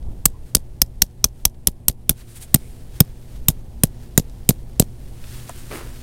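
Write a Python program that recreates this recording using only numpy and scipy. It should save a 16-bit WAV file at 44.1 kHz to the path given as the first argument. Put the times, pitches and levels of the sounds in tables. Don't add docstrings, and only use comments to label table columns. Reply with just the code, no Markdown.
import sys
import numpy as np
from scipy import signal
from scipy.fft import rfft, irfft, next_fast_len
from scipy.io import wavfile

SR = 44100
rng = np.random.default_rng(int(sys.argv[2]) if len(sys.argv) > 2 else 0)


def bounce(signal):
    frames = np.transpose(np.atleast_2d(signal))
    limited = np.clip(frames, -1, 1)
    pcm = np.round(limited * 32767).astype(np.int16)
    wavfile.write(sys.argv[1], SR, pcm)


N = 265658
TIME = np.arange(N) / SR
AGE = TIME[:SR // 6]

# start in seconds, sliding time of the peg in seconds, relative levels
# of scatter and thud in dB, push on the soil in seconds, relative levels of soil knock and hollow body in dB,
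# then frequency in Hz and relative level in dB of the low, the middle and the high ring.
BLOWS = [(0.2553, 0.0035, -2.5, -10.5, 0.0023, -29.5, 2, 4440, -14, 7978, 1, 12890, -2.5),
         (0.5497, 0.0027, 1, -11, 0.0027, -23.5, -9, 4645, -6, 8768, 0.5, 10670, -1.5),
         (0.8172, 0.0022, -6, -16, 0.0032, -28, -10.5, 4250, -14, 5250, -3.5, 12670, -1),
         (1.0194, 0.0026, -4.5, -16.0, 0.0049, -46.5, -13, 4384, -7.5, 5545, -0.5, 13020, -2),
         (1.242, 0.0021, -5, -18, 0.0046, -33.5, -18, 4365, -6, 6152, 2.5, 13150, -14),
         (1.4526, 0.0018, -5, -18.5, 0.0042, -40.5, -15, 3170, -14, 5840, -4.5, 12250, -3),
         (1.6714, 0.0016, -5.5, -17, 0.0043, -28, -9, 3395, -15, 11190, 0.5, 13800, -2),
         (1.8826, 0.0014, -2, -19.5, 0.0028, -41.5, -51, 3420, -20, 8424, -6.5, 11800, 2.5),
         (2.0938, 0.0015, -1.5, -11.5, 0.0029, -31, -3, 3380, -6.5, 9530, -4.5, 12000, -0.5),
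         (2.5432, 0.0033, -3.5, 0.5, 0.0024, -30, -2.5, 3880, -9.5, 8840, 2.5, 14000, 3),
         (3.0036, 0.0031, -9, 4.5, 0.004, -13.5, 0, 3660, -14, 5373, -2, 13820, 5),
         (3.484, 0.0019, 4, -5.5, 0.0056, -29.5, -17, 3648, -6.5, 6975, -4, 13940, 0),
         (3.8351, 0.0014, 0, -2.5, 0.003, -16.5, -7.5, 3223, -15.5, 8170, -23, 14470, -7),
         (4.1767, 0.0011, 4.5, -2.0, 0.0023, -14, 4, 3770, -9, 7116, 0.5, 14340, -5.5),
         (4.4905, 0.0011, 4.5, -1.5, 0.0027, -16.5, -8.5, 3850, -10.5, 7014, -6, 11970, -11.5),
         (4.7974, 0.00074, 5, -1, 0.0029, -10, -2, 4110, -9, 7880, -2.5, 13220, -0.5)]
# frequency in Hz, relative level per Hz in dB.
SCATTER_SPECTRUM = [(200, 4), (600, 8), (1200, -10.5), (2200, -12), (4000, -4), (8000, -2), (13000, 1),
                    (16000, -10.5)]


def from_db(db):
    return 10 ** (np.asarray(db) / 20)


def rms_one(x):
    return x / np.sqrt(np.mean(x ** 2) + 1e-20)


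def in_time(rows):
    s, *columns = np.transpose(rows)
    return [np.interp(TIME, s, column) for column in columns]


def add(track, s, sound):
    start = round(s * SR)
    track[start:start + len(sound)] += sound[:N - start]


def band(x, low_hz, high_hz):
    corners = [low_hz, min(high_hz, .45 * SR)]
    return signal.sosfilt(signal.butter(2, corners, "band", fs=SR, output="sos"), x)


def resonate(x, hz, width_hz):
    r = np.exp(-np.pi * width_hz / SR)
    zeros = np.array([1, 0, -1]) * (1 - r * r) / 2
    poles = [1, -2 * r * np.cos(2 * np.pi * hz / SR), r * r]
    return signal.lfilter(zeros, poles, x)


def dying(t60, hold=0):
    return np.exp(-np.log(1000) * np.maximum(AGE - hold, 0) / t60)


def swell(s, length_s):
    return .5 ** ((2 * (TIME - s) / length_s) ** 2)


def half_push(push_s, delay_s):
    return np.sin(np.pi * np.clip((AGE - delay_s) / push_s, 0, 1)) ** 2


def spectral_gain(spectrum, size):
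    hz, db = np.transpose(spectrum)
    bins = np.maximum(np.arange(size // 2 + 1) * SR / size, 1)
    return from_db(np.interp(np.log(bins), np.log(hz), db))


def colour(x, spectrum):
    size = next_fast_len(len(x))
    return rms_one(irfft(rfft(x, size) * spectral_gain(spectrum, size), size)[:len(x)])


def noise(spectrum, size=N):
    return colour(rng.standard_normal(size), spectrum)


def burst(low_hz, high_hz):
    return rms_one(band(rng.standard_normal(len(AGE)), low_hz, high_hz))


def drift(rate):
    knots = rng.standard_normal(1000)
    return rms_one(np.interp(TIME * rate, np.arange(len(knots)), knots))


def grains(per_s, spread_db):
    sizes = from_db(spread_db * np.minimum(rng.exponential(1, N), 4))
    signed_sizes = sizes * rng.choice([-1, 1], N)
    return rms_one(signed_sizes * (rng.random(N) < per_s / SR))


def outdoors(gust_db=2.0, gust_hz=110, air_db=-43.5, rumble_db=1):
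    # time in seconds, relative level in dB.
    breeze_levels = [(0.0, -35), (0.92, -38), (1.09, -41), (1.52, -39), (2.33, -41.5), (2.8, -34),
                     (3.22, -37), (3.42, -35), (6.02, -35.5)]
    # frequency in Hz, relative level per Hz in dB.
    wind_spectrum = [(10, 2), (30, 0.5), (60, -1.5), (100, -10), (210, -20), (320, -23), (550, -30),
                     (850, -33.5), (1300, -49.5), (2600, -75)]
    # frequency in Hz, relative level per Hz in dB.
    air_spectrum = [(10, 6), (35, -0.5), (90, -11.5), (170, -9.5), (300, -24), (550, -27), (850, -33.5),
                    (1300, -46.5), (2200, -43.5), (6000, -55.5), (9000, -41.5), (13000, -49),
                    (16000, -60.5)]
    gust = from_db(-33.5) * swell(s=0.095, length_s=0.074)
    strength = from_db(in_time(breeze_levels)[0] + rumble_db) + gust
    wind = noise(wind_spectrum)
    rumble = signal.sosfiltfilt(signal.butter(2, gust_hz, fs=SR, output="sos"), wind)
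    lumpy_wind = wind - rumble + rumble * from_db(gust_db * drift(13))
    return strength * lumpy_wind + from_db(air_db) * noise(air_spectrum) + drone()


def drone(mean_hz=119.5, waver=.016, throb_db=2.0, start_db=-48.5, rise_db_per_s=1.08):
    # multiple of the base frequency, relative level in dB.
    engine_orders = [(1, 2.5), (2, -9), (3, -13.5), (4, -21)]
    turns = np.cumsum(mean_hz * (1 + waver * drift(16))) / SR
    orders = np.zeros(N)
    for k, db in engine_orders:
        orders += from_db(db + throb_db * drift(18)) * np.sin(2 * np.pi * round(k) * turns)
    return from_db(start_db + rise_db_per_s * TIME) * rms_one(orders)


def clothes(catch_db=1.0, rub_db=-0.5, slide_db=-5):
    # time in seconds, relative level in dB.
    rubbing_levels = [(0.0, -64), (1.98, -73), (2.31, -60), (3.25, -59), (3.67, -63), (4.07, -60.5),
                      (4.78, -61.5), (5.55, -47), (6.02, -49.5)]
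    # time of the peak in seconds, length in seconds,
    # relative level of rubbing folds in dB, relative level of smooth sliding in dB.
    rustle_events = [(.48, 0.056, -62.5, -62.5), (1.4, 0.074, -66, -66), (2.2, 0.054, -55, -54.5),
                     (2.31, 0.058, -64, -52.5), (2.37, 0.026, -56, -42), (2.428, 0.031, -69, -38),
                     (2.66, 0.23, -71, -59), (2.96, .06, -57.5, -58.5), (3.33, 0.11, -64.5, -70),
                     (4.02, 0.057, -62, -78.5), (5.35, .17, -51.5, -56.5), (5.59, 0.032, -59, -54),
                     (5.755, 0.068, -48.5, -46.5)]
    # frequency in Hz, relative level per Hz in dB.
    thread_spectrum = [(500, -8.5), (1000, 0.5), (1700, 2.5), (2300, 0.5), (3200, 0.5), (4800, -0.5),
                       (7000, -3), (10000, -6), (13000, -4), (16000, -7.5)]
    # frequency in Hz, relative level per Hz in dB.
    swish_spectrum = [(1000, -8), (3000, -2.5), (6000, -4), (9000, 6), (12000, -1), (16000, -7)]
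    swing_lead_s, swing_length_s, swing_db = .07, 0.28, -8

    steady = from_db(in_time(rubbing_levels)[0])
    swings = sum(swell(s - swing_lead_s, swing_length_s) for s, *_ in BLOWS)
    rub = from_db(rub_db) * steady * (1 + from_db(swing_db) * swings)
    slide = from_db(slide_db) * steady
    for s, length_s, folds_db, smooth_db in rustle_events:
        shape = swell(s, length_s)
        rub = rub + from_db(folds_db) * shape
        slide = slide + from_db(smooth_db) * shape
    snaps = colour(grains(per_s=15000, spread_db=4.5), thread_spectrum)
    threads = from_db(catch_db * drift(60)) * snaps
    return rub * threads + slide * noise(swish_spectrum)


def taps(knock_t60=0.035, tick_t60=0.0065):
    # start in seconds, knock level in dB, knock frequency in Hz, tick level in dB.
    tap_events = [(0.026, -52.5, 2500, -65.5), (1.110, -63, 3493, -59), (1.545, -55, 2000, -53),
                  (4.297, -49.5, 4000, -47), (5.24, -40, 1890, -58), (5.494, -24.5, 530, -26),
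                  (5.806, -34, 895, -50)]
    out = np.zeros(N)
    for s, knock_db, hz, tick_db in tap_events:
        add(out, s, from_db(knock_db) * burst(hz / 2, hz * 2) * dying(knock_t60))
        add(out, s, from_db(tick_db) * burst(6200, 12000) * dying(tick_t60))
    return out


def blows(soil_knock_db=2):
    free_s, free_db, fall_db_per_s = 1.2, 0, 15.5
    gripped_db, grip_db_per_s = -9.5, 2.5
    out = np.zeros(N)
    for s, slide_s, scatter_db, thud_db, push_s, knock_db, body_db, *pairs in BLOWS:
        rings = list(zip(pairs[::2], pairs[1::2]))
        free_shaft_db = free_db - fall_db_per_s * abs(s - free_s)
        shaft_db = max(free_shaft_db, gripped_db - grip_db_per_s * s)
        add(out, s, clack(slide_s, body_db, shaft_db, rings))
        add(out, s, from_db(scatter_db) * scatter(rings))
        add(out, s, from_db(thud_db) * thud(push_s, delay_s=0.0017))
        add(out, s, low_swing())
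        add(out, s, from_db(soil_knock_db + knock_db) * soil_knock())
    return out


def clack(slide_s, body_db, shaft_db, rings, level_db=-0.2, hollow_db=-17.5, ring_db=-1.5, width_hz=80, t60=0.01):
    tones = np.zeros(len(AGE))
    for hz, db in rings:
        jostle = np.cumsum(rng.standard_normal(len(AGE))) * np.sqrt(2 * np.pi * width_hz / SR)
        tones += from_db(db + ring_db) * np.sin(2 * np.pi * (hz * AGE + rng.random()) + jostle)
    body = from_db(hollow_db + body_db) * burst(low_hz=930, high_hz=2530)
    clang = from_db(shaft_db) * burst(low_hz=5150, high_hz=6490)
    return from_db(level_db) * (steel() + tones + body + clang) * dying(t60, hold=slide_s)


def steel(uneven_db=1.5, grit_db=-9):
    # frequency in Hz, width in Hz, mean relative level in dB.
    steel_modes = [(3340, 260, 0), (3670, 230, -8), (4140, 110, -5.5), (5160, 230, -10), (4950, 230, -3),
                   (6000, 120, 1), (5800, 590, -5), (7450, 120, -3.5), (8140, 1400, 2.5), (9040, 460, 4),
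                   (9340, 350, 1), (10940, 350, -1), (11245, 240, 4), (12100, 1500, -2.5), (12810, 850, 2),
                   (13880, 150, -14), (14370, 660, 5.5), (14200, 1200, -8.5)]
    # frequency in Hz, relative level per Hz in dB.
    grit_spectrum = [(200, -10.5), (500, -4), (1000, -5.5), (2000, -7.5), (4000, -17), (8000, 4),
                     (14000, -1), (16000, 1.5)]
    modes = np.zeros(len(AGE))
    for hz, width_hz, db in steel_modes:
        chatter = rng.standard_normal(len(AGE))
        gain = from_db(db + uneven_db * rng.standard_normal())
        modes += gain * resonate(chatter, hz, width_hz)
    return rms_one(rms_one(modes) + from_db(grit_db) * noise(grit_spectrum, size=len(AGE)))


def scatter(rings, spray_db=-24, spray_t60=0.074, lumpy_db=4.0, linger_db=-29, linger_t60=0.06, width_hz=650):
    linger = np.zeros(len(AGE))
    for hz, db in rings:
        narrow = resonate(rng.standard_normal(len(AGE)), hz, width_hz)
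        linger += from_db(db) * rms_one(resonate(narrow, hz, 2 * width_hz))
    lumps = from_db(lumpy_db * drift(310)[:len(AGE)])
    spray = from_db(spray_db) * noise(SCATTER_SPECTRUM, size=len(AGE)) * lumps * dying(spray_t60)
    return spray + from_db(linger_db) * linger * dying(linger_t60)


def thud(push_s, delay_s, low_hz=88, high_hz=255, turf_hz=145, turf_width_hz=45, turf_db=-5):
    push = half_push(push_s, delay_s)
    heave = band(push, low_hz, high_hz) + from_db(turf_db) * resonate(push, turf_hz, turf_width_hz)
    return heave / np.abs(heave).max()


def low_swing(db=-17.5, push_s=0.0093, delay_s=0.0041, low_hz=25, high_hz=110):
    swing = band(half_push(push_s, delay_s), low_hz, high_hz)
    return -from_db(db) * swing / np.abs(swing).max()


def soil_knock(low_hz=375, high_hz=660, contact_s=0.001, delay_s=.0035):
    knock = band(half_push(contact_s, delay_s), low_hz, high_hz)
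    return knock / np.abs(knock).max()


def echo(x, delay_s, db):
    delayed = np.pad(x, (round(delay_s * SR), 0))[:N]
    return from_db(db) * band(delayed, 900, 12500)


def far_peeps():
    # start in seconds, length in seconds, centre frequency in Hz, level before the arch in dB.
    peep_events = [(0.336, 0.043, 980, -55.5), (2.608, 0.087, 2300, -62)]
    out = np.zeros(N)
    for s, length_s, hz, db in peep_events:
        arch = np.sin(np.pi * np.clip(AGE / length_s, 0, 1)) ** .5
        add(out, s, from_db(db) * arch * burst(.92 * hz, 1.08 * hz))
    return out


def rebounds(clack_db=1, t60=0.01, hold_s=0.00053):
    # start in seconds, relative level of the clack in dB, peak level of the thud in dB.
    rebound_events = [(0.5683, -21, -22), (1.0325, -31.5, -27.5), (1.2529, -30, -22.5),
                      (1.4624, -31, -32.5), (1.6843, -31, -20), (1.8974, -25.5, -22.5),
                      (2.1085, -26.5, -19.5), (2.5587, -21, -16.5), (3.0181, -30, -21.5),
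                      (3.4997, -39.5, -18.5), (4.1968, -22.5, -14.5), (4.507, -19.5, -12.5),
                      (4.823, -23, -15.5)]
    out = np.zeros(N)
    for s, db, thud_db in rebound_events:
        touch = rms_one(band(noise(SCATTER_SPECTRUM, size=len(AGE)), 400, 7700))
        add(out, s, from_db(clack_db + db) * touch * dying(t60, hold=hold_s))
        add(out, s, from_db(thud_db) * thud(push_s=0.0013, delay_s=0.001))
    return out


def boot(start_s=5.701, db=-31.5, attack_s=0.014, hold_s=0.04, t60_s=0.52):
    # frequency in Hz, relative level per Hz in dB.
    scuff_spectrum = [(150, -4), (360, 5.5), (750, -5.5), (1400, -4), (2300, -8.5), (4000, -19),
                      (9000, -22), (16000, -27)]
    age = TIME - start_s
    bite = np.clip(age / attack_s, 0, 1)
    press = bite * np.exp(-np.log(1000) * np.maximum(age - hold_s, 0) / t60_s)
    return from_db(db) * press * colour(grains(per_s=1500, spread_db=2.5), scuff_spectrum)


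def ports(mid):
    # frequency in Hz, side level relative to mid in dB.
    port_difference = [(60, -44.5), (170, -46), (350, -34.5), (700, -30.5), (1400, -24.5), (2800, -26.5),
                       (5600, -33), (14000, -33)]
    size = next_fast_len(N)
    side = irfft(1j * rfft(mid, size) * spectral_gain(port_difference, size), size)[:N]
    return np.array([mid + side, mid - side])


def scene():
    background = outdoors() + clothes() + taps()
    hammer = blows()
    hammer = hammer + echo(hammer, delay_s=.0442, db=-54)
    return ports(background + hammer + far_peeps() + rebounds() + boot())


def record(dry):
    clipped = np.clip(dry, -1, 1)
    return signal.sosfilt(signal.cheby2(20, 60, 16300, fs=SR, output="sos"), clipped)


dry = scene()
out = record(dry)
bounce(out)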